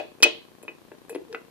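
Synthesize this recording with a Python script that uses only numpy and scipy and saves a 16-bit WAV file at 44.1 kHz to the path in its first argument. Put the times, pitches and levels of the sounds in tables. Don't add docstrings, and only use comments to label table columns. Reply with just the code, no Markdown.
import sys
import numpy as np
from scipy import signal
from scipy.io import wavfile

SR = 44100
rng = np.random.default_rng(int(sys.argv[2]) if len(sys.argv) > 2 else 0)


def attenuation_scalar(level_db):
    decades = np.asarray(level_db, float) / 20
    return 10 ** decades


def bounce(signal):
    frames = np.transpose(np.atleast_2d(signal))
    limited = np.clip(frames, -1, 1)
    pcm = np.round(limited * 32767).astype(np.int16)
    wavfile.write(sys.argv[1], SR, pcm)


N = 66150
RUN_IN = 5000


def timeline():
    return (np.arange(N + RUN_IN) - RUN_IN) / SR


def filtered(x, order, hz, kind="low"):
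    return signal.sosfilt(signal.butter(order, hz, kind, fs=SR, output="sos"), x)


def low_stop(x, order, stop_db, stop_hz):
    return signal.sosfilt(signal.cheby2(order, stop_db, stop_hz, fs=SR, output="sos"), x)


def at_hz(points, hz):
    table_hz, values = np.transpose(points)
    return np.interp(np.log(hz), np.log(table_hz), values)


def ring(s, gains, hz, t60):
    clicks = np.full(N + RUN_IN, 1e-18)
    np.add.at(clicks, np.round(np.asarray(s) * SR).astype(int) + RUN_IN, gains)
    r, w = attenuation_scalar(-60 / (t60 * SR)), 2 * np.pi * hz / SR
    return signal.lfilter([0, np.sin(w)], [1, -2 * r * np.cos(w), r * r], clicks)


def struck(s, db, modes, spread_db, soft_hz, sense=-1):
    chance = rng.standard_normal((len(s), len(modes)))
    strength_db = db + spread_db * chance
    out = 0
    for k, (hz, level, t60) in enumerate(modes):
        out = out + sense ** k * ring(s, attenuation_scalar(strength_db[:, k] + level), hz, t60)
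    return filtered(out, 2, min(soft_hz, .45 * SR))


def bursts(s, db, decay_s, low_hz, high_hz):
    t = timeline()
    shape = sum(attenuation_scalar(d) * (t >= a) * np.exp(-np.abs(t - a) / decay_s) for a, d in zip(s, db))
    return filtered(shape * rng.standard_normal(len(t)), 2, [low_hz, high_hz], "band")


def bands(white, shape):
    edges = 25 * 2 ** np.arange(0, 9.6, .5)
    out = 0
    for k, (low, high) in enumerate(zip(edges, edges[1:])):
        band = filtered(white[k % 2], 2, [low, high], "band")
        out = out + shape(np.sqrt(low * high), band)
    return out


# time in seconds, housing level in relative dB,
# favoured housing pitch in Hz, knock level in relative dB, spindle level in dB.
CONTACTS = [(-.064, -14, 343, -11.5, -8), (-.004, -14, 605, -33, -31), (0.203, -34, 488, -44, -49),
            (.2253, -19, 400, -24, -34), (0.229, -21.5, 420, -7, 3.5), (.247, -18, 364, -40, -37),
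            (.256, -20, 680, -35, -44), (.264, -19.5, 440, -29, -44), (.628, -55, 450, -51, -47),
            (.633, -35, 440, -58, -55), (0.6496, -38.5, 390, -60, -63), (.680, -37, 450, -29, -28),
            (.692, -32, 447, -50, -43), (0.917, -34, 430, -41, -63.5), (1.095, -31.5, 600, -39.5, -39.5),
            (1.128, -30, 397, -49, -51.5), (1.149, -25.5, 380, -35, -48), (1.159, -20.5, 350, -39.5, -52),
            (1.170, -39, 354, -55, -71), (1.183, -37, 425, -60, -70), (1.198, -41, 360, -65, -73),
            (1.215, -43, 353, -70, -67), (1.232, -46, 354, -68, -69), (1.327, -39, 454, -39, -48.5),
            (1.346, -31, 462, -24.5, -38), (1.350, -32.5, 655, -32, -53)]
# frequency in Hz, level in dB, t60 in seconds.
SPINDLE_MODES = [(1572, -34, 0.089), (2028, -35, 0.088), (2125, -31, .08), (2450, -14, .06),
                 (2518, -1, .066), (2555, -9, .14), (2524, -21, .22), (2898, -20, .17), (3033, -29.5, 0.15),
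                 (3150, -24.5, 0.12), (3308, -30.5, 0.18), (3765, -24.5, .06), (4210, -33.5, .1),
                 (5879, -37, 0.12)]


def spindle():
    s, db = np.transpose(CONTACTS)[[0, 4]]
    return struck(s, db[:, None], SPINDLE_MODES, spread_db=2.5, soft_hz=7300)


# frequency in Hz, level in dB, t60 in seconds.
FACE_MODES = [(815, -7.5, 0.03), (1050, -7.5, 0.015), (1392, -2.5, 0.021), (1678, -3.5, 0.02),
              (1999, -5, 0.027), (2370, -6, 0.02), (2697, -5, 0.029)]


def face_knock():
    s, knock_db = np.transpose(CONTACTS)[[0, 3]]
    return struck(s, knock_db[:, None] - 2, FACE_MODES, spread_db=3.5, soft_hz=2700)


# time in seconds, level in dB before the band filter, centre in Hz.
CLATTERS = [(-.064, -4, 4300), (.2252, -9, 4500), (.2291, 6, 3800), (.236, -3, 4800), (0.985, -49, 3600),
            (1.097, -40, 3000), (1.147, -35, 3600), (1.154, -32, 2560), (1.327, -35, 4300),
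            (1.347, -31, 2850)]


def steel_clatter():
    decay_s, half_width_octaves = 0.0045, 0.56
    spread = 2 ** half_width_octaves
    return sum(bursts([s], [db], decay_s, hz / spread, hz * spread) for s, db, hz in CLATTERS)


# frequency in Hz, level in dB, t60 in seconds.
HOUSING_MODES = [(312.3, -9, 0.059), (334.7, -5, 0.13), (357.8, -1, 0.08), (391, -3.5, 0.11),
                 (447.4, 0.85, .11), (527, -6.5, 0.049), (600, -0.5, .12), (671, -7, 0.12),
                 (752, -4, 0.1005), (785, -4.5, 0.064)]


def housing():
    s, db, favoured_hz = np.transpose(CONTACTS)[:3]
    favour_octaves = .3
    mode_hz = np.array(HOUSING_MODES)[:, 0]
    away = np.log2(mode_hz / favoured_hz[:, None]) / favour_octaves
    mode_db = db[:, None] - 3.29 * away ** 2 - 6.0
    return struck(s, mode_db, HOUSING_MODES, spread_db=4, soft_hz=1100, sense=0.97)


# start in seconds, length in seconds, peak level in dB, pitch in Hz.
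SLIDES = [(1.094, 0.037, -30, 453), (1.292, 0.036, -36, 443.6), (1.329, .022, -30.5, 452.5)]


def slide_hum():
    t, out = timeline(), 0
    for start, length, db, pitch in SLIDES:
        swell = np.sin(np.pi * np.clip((t - start) / length, 0, 1))
        out = out + attenuation_scalar(db) * swell * np.sin(2 * np.pi * pitch * (t - start))
    return out


# time in seconds, level in relative dB.
JINGLES = [(0.202, -55.5), (0.227, -32), (0.229, -29), (.245, -50), (.628, -46.5), (.636, -53.5),
           (1.095, -39), (1.108, -47.5), (1.118, -51.5), (1.124, -54), (1.150, -50), (1.328, -66)]
# frequency in Hz, level in dB, t60 in seconds.
LOOSE_MODES = [(6900, -11, 0.032), (7440, -4, .04), (8020, -3.5, 0.014), (10040, -3, 0.07),
               (10900, -9.5, 0.034), (12100, -10.5, .05), (13300, -12.5, 0.029)]


def loose_part():
    s, db = np.transpose(JINGLES)
    tick = bursts(s, db + 0.5, decay_s=0.0021, low_hz=3000, high_hz=13500)
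    return tick + struck(s, db[:, None], LOOSE_MODES, spread_db=2.5, soft_hz=16000)


# frequency in Hz, t60 in seconds.
ROOM_T60 = [(150, 0.5), (500, 0.31), (1500, 0.1839), (2500, 0.35), (4000, 0.3468), (6000, 0.16),
            (9000, 0.3), (13000, 0.04)]
# frequency in Hz, level in dB.
ROOM_COLOUR = [(150, -5), (500, -4.5), (1500, -5), (2500, -6.5), (4000, -12), (6000, -18.5), (9000, -18.5),
               (13000, -18)]


def workshop(x):
    t = np.arange(SR // 2) / SR
    delay_s = 0.0022

    def dying(hz, band):
        t60 = at_hz(ROOM_T60, hz)
        even_energy = np.sqrt(2 * np.log(1000) / (t60 * SR))
        return band * attenuation_scalar(at_hz(ROOM_COLOUR, hz) - 60 * t / t60) * even_energy

    echo = bands(rng.standard_normal((2, 2, len(t))), dying)
    echo = echo * np.clip(t / delay_s - 1, 0, 1)
    return signal.fftconvolve(x[None], echo, axes=1)[:, :len(x)]


# frequency in Hz, density in relative dB per Hz.
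HISS_COLOUR = [(18, -35.5), (30, -15.5), (197, -2), (606, -7.5), (874, -14), (1110, -8), (1640, -21.5),
               (1770, -18.5), (3490, -18), (5890, -25), (14000, -25.5), (15500, -42)]
# frequency in Hz, left-right likeness from -1 to 1.
HISS_LIKENESS = [(60, -.2), (300, 0.35), (640, 0.86), (1500, .05), (15000, .01)]


def hiss():
    def colour(hz, band):
        alike = np.clip(at_hz(HISS_LIKENESS, hz), -1, 1)
        shared = np.sqrt(1 + alike) * band[0]
        opposed = np.sqrt(1 - alike) * band[1] * [[1], [-1]]
        return attenuation_scalar(at_hz(HISS_COLOUR, min(hz, 14000))) * (shared + opposed)

    out = bands(rng.standard_normal((2, 2, N + RUN_IN)), colour)
    out = low_stop(out, 24, 50, 14650)[:, RUN_IN:]
    return attenuation_scalar(-56) * out / out.std()


def ticks():
    first_s, period_s, length_s = .01868 - .0003, .03329, 0.001405
    phase = (np.arange(N) / SR - first_s) % period_s
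    pulse = 1. * (phase < length_s)
    pulse = filtered(filtered(pulse, 2, 266, "high"), 1, 1540)
    return attenuation_scalar(-34) * pulse * np.array([[1], [-0.047]])


def scene():
    casting, metal = housing() + slide_hum(), face_knock() + steel_clatter()
    shaft, loose = spindle(), loose_part()
    side = np.array([[.5], [-.5]])
    housing_pan, metal_pan = attenuation_scalar(5 * side), attenuation_scalar(2.75 * side)
    body = casting * housing_pan + metal * metal_pan
    end = (shaft + loose) * metal_pan
    body_lag_s, end_lag_s = .00007, .00009
    left = np.roll(body[0], round(body_lag_s * SR)) + np.roll(end[0], round(end_lag_s * SR))
    near = np.array([left, body[1] + end[1]])
    echo = workshop(casting + metal + loose + attenuation_scalar(-13) * shaft)
    work = filtered(near + echo, 4, 282, "high")
    return work[:, RUN_IN:]


def low_pass(x):
    return signal.sosfilt(signal.butter(12, 15680, fs=SR, output="sos"), x)


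def record(dry):
    overload = .54
    clipped = np.clip(dry, -overload, overload)
    mix = filtered(clipped, 1, 330, "high") + hiss() + ticks()
    return low_pass(low_stop(mix, 14, 60, 15900))


dry = scene()
out = record(dry)
bounce(out)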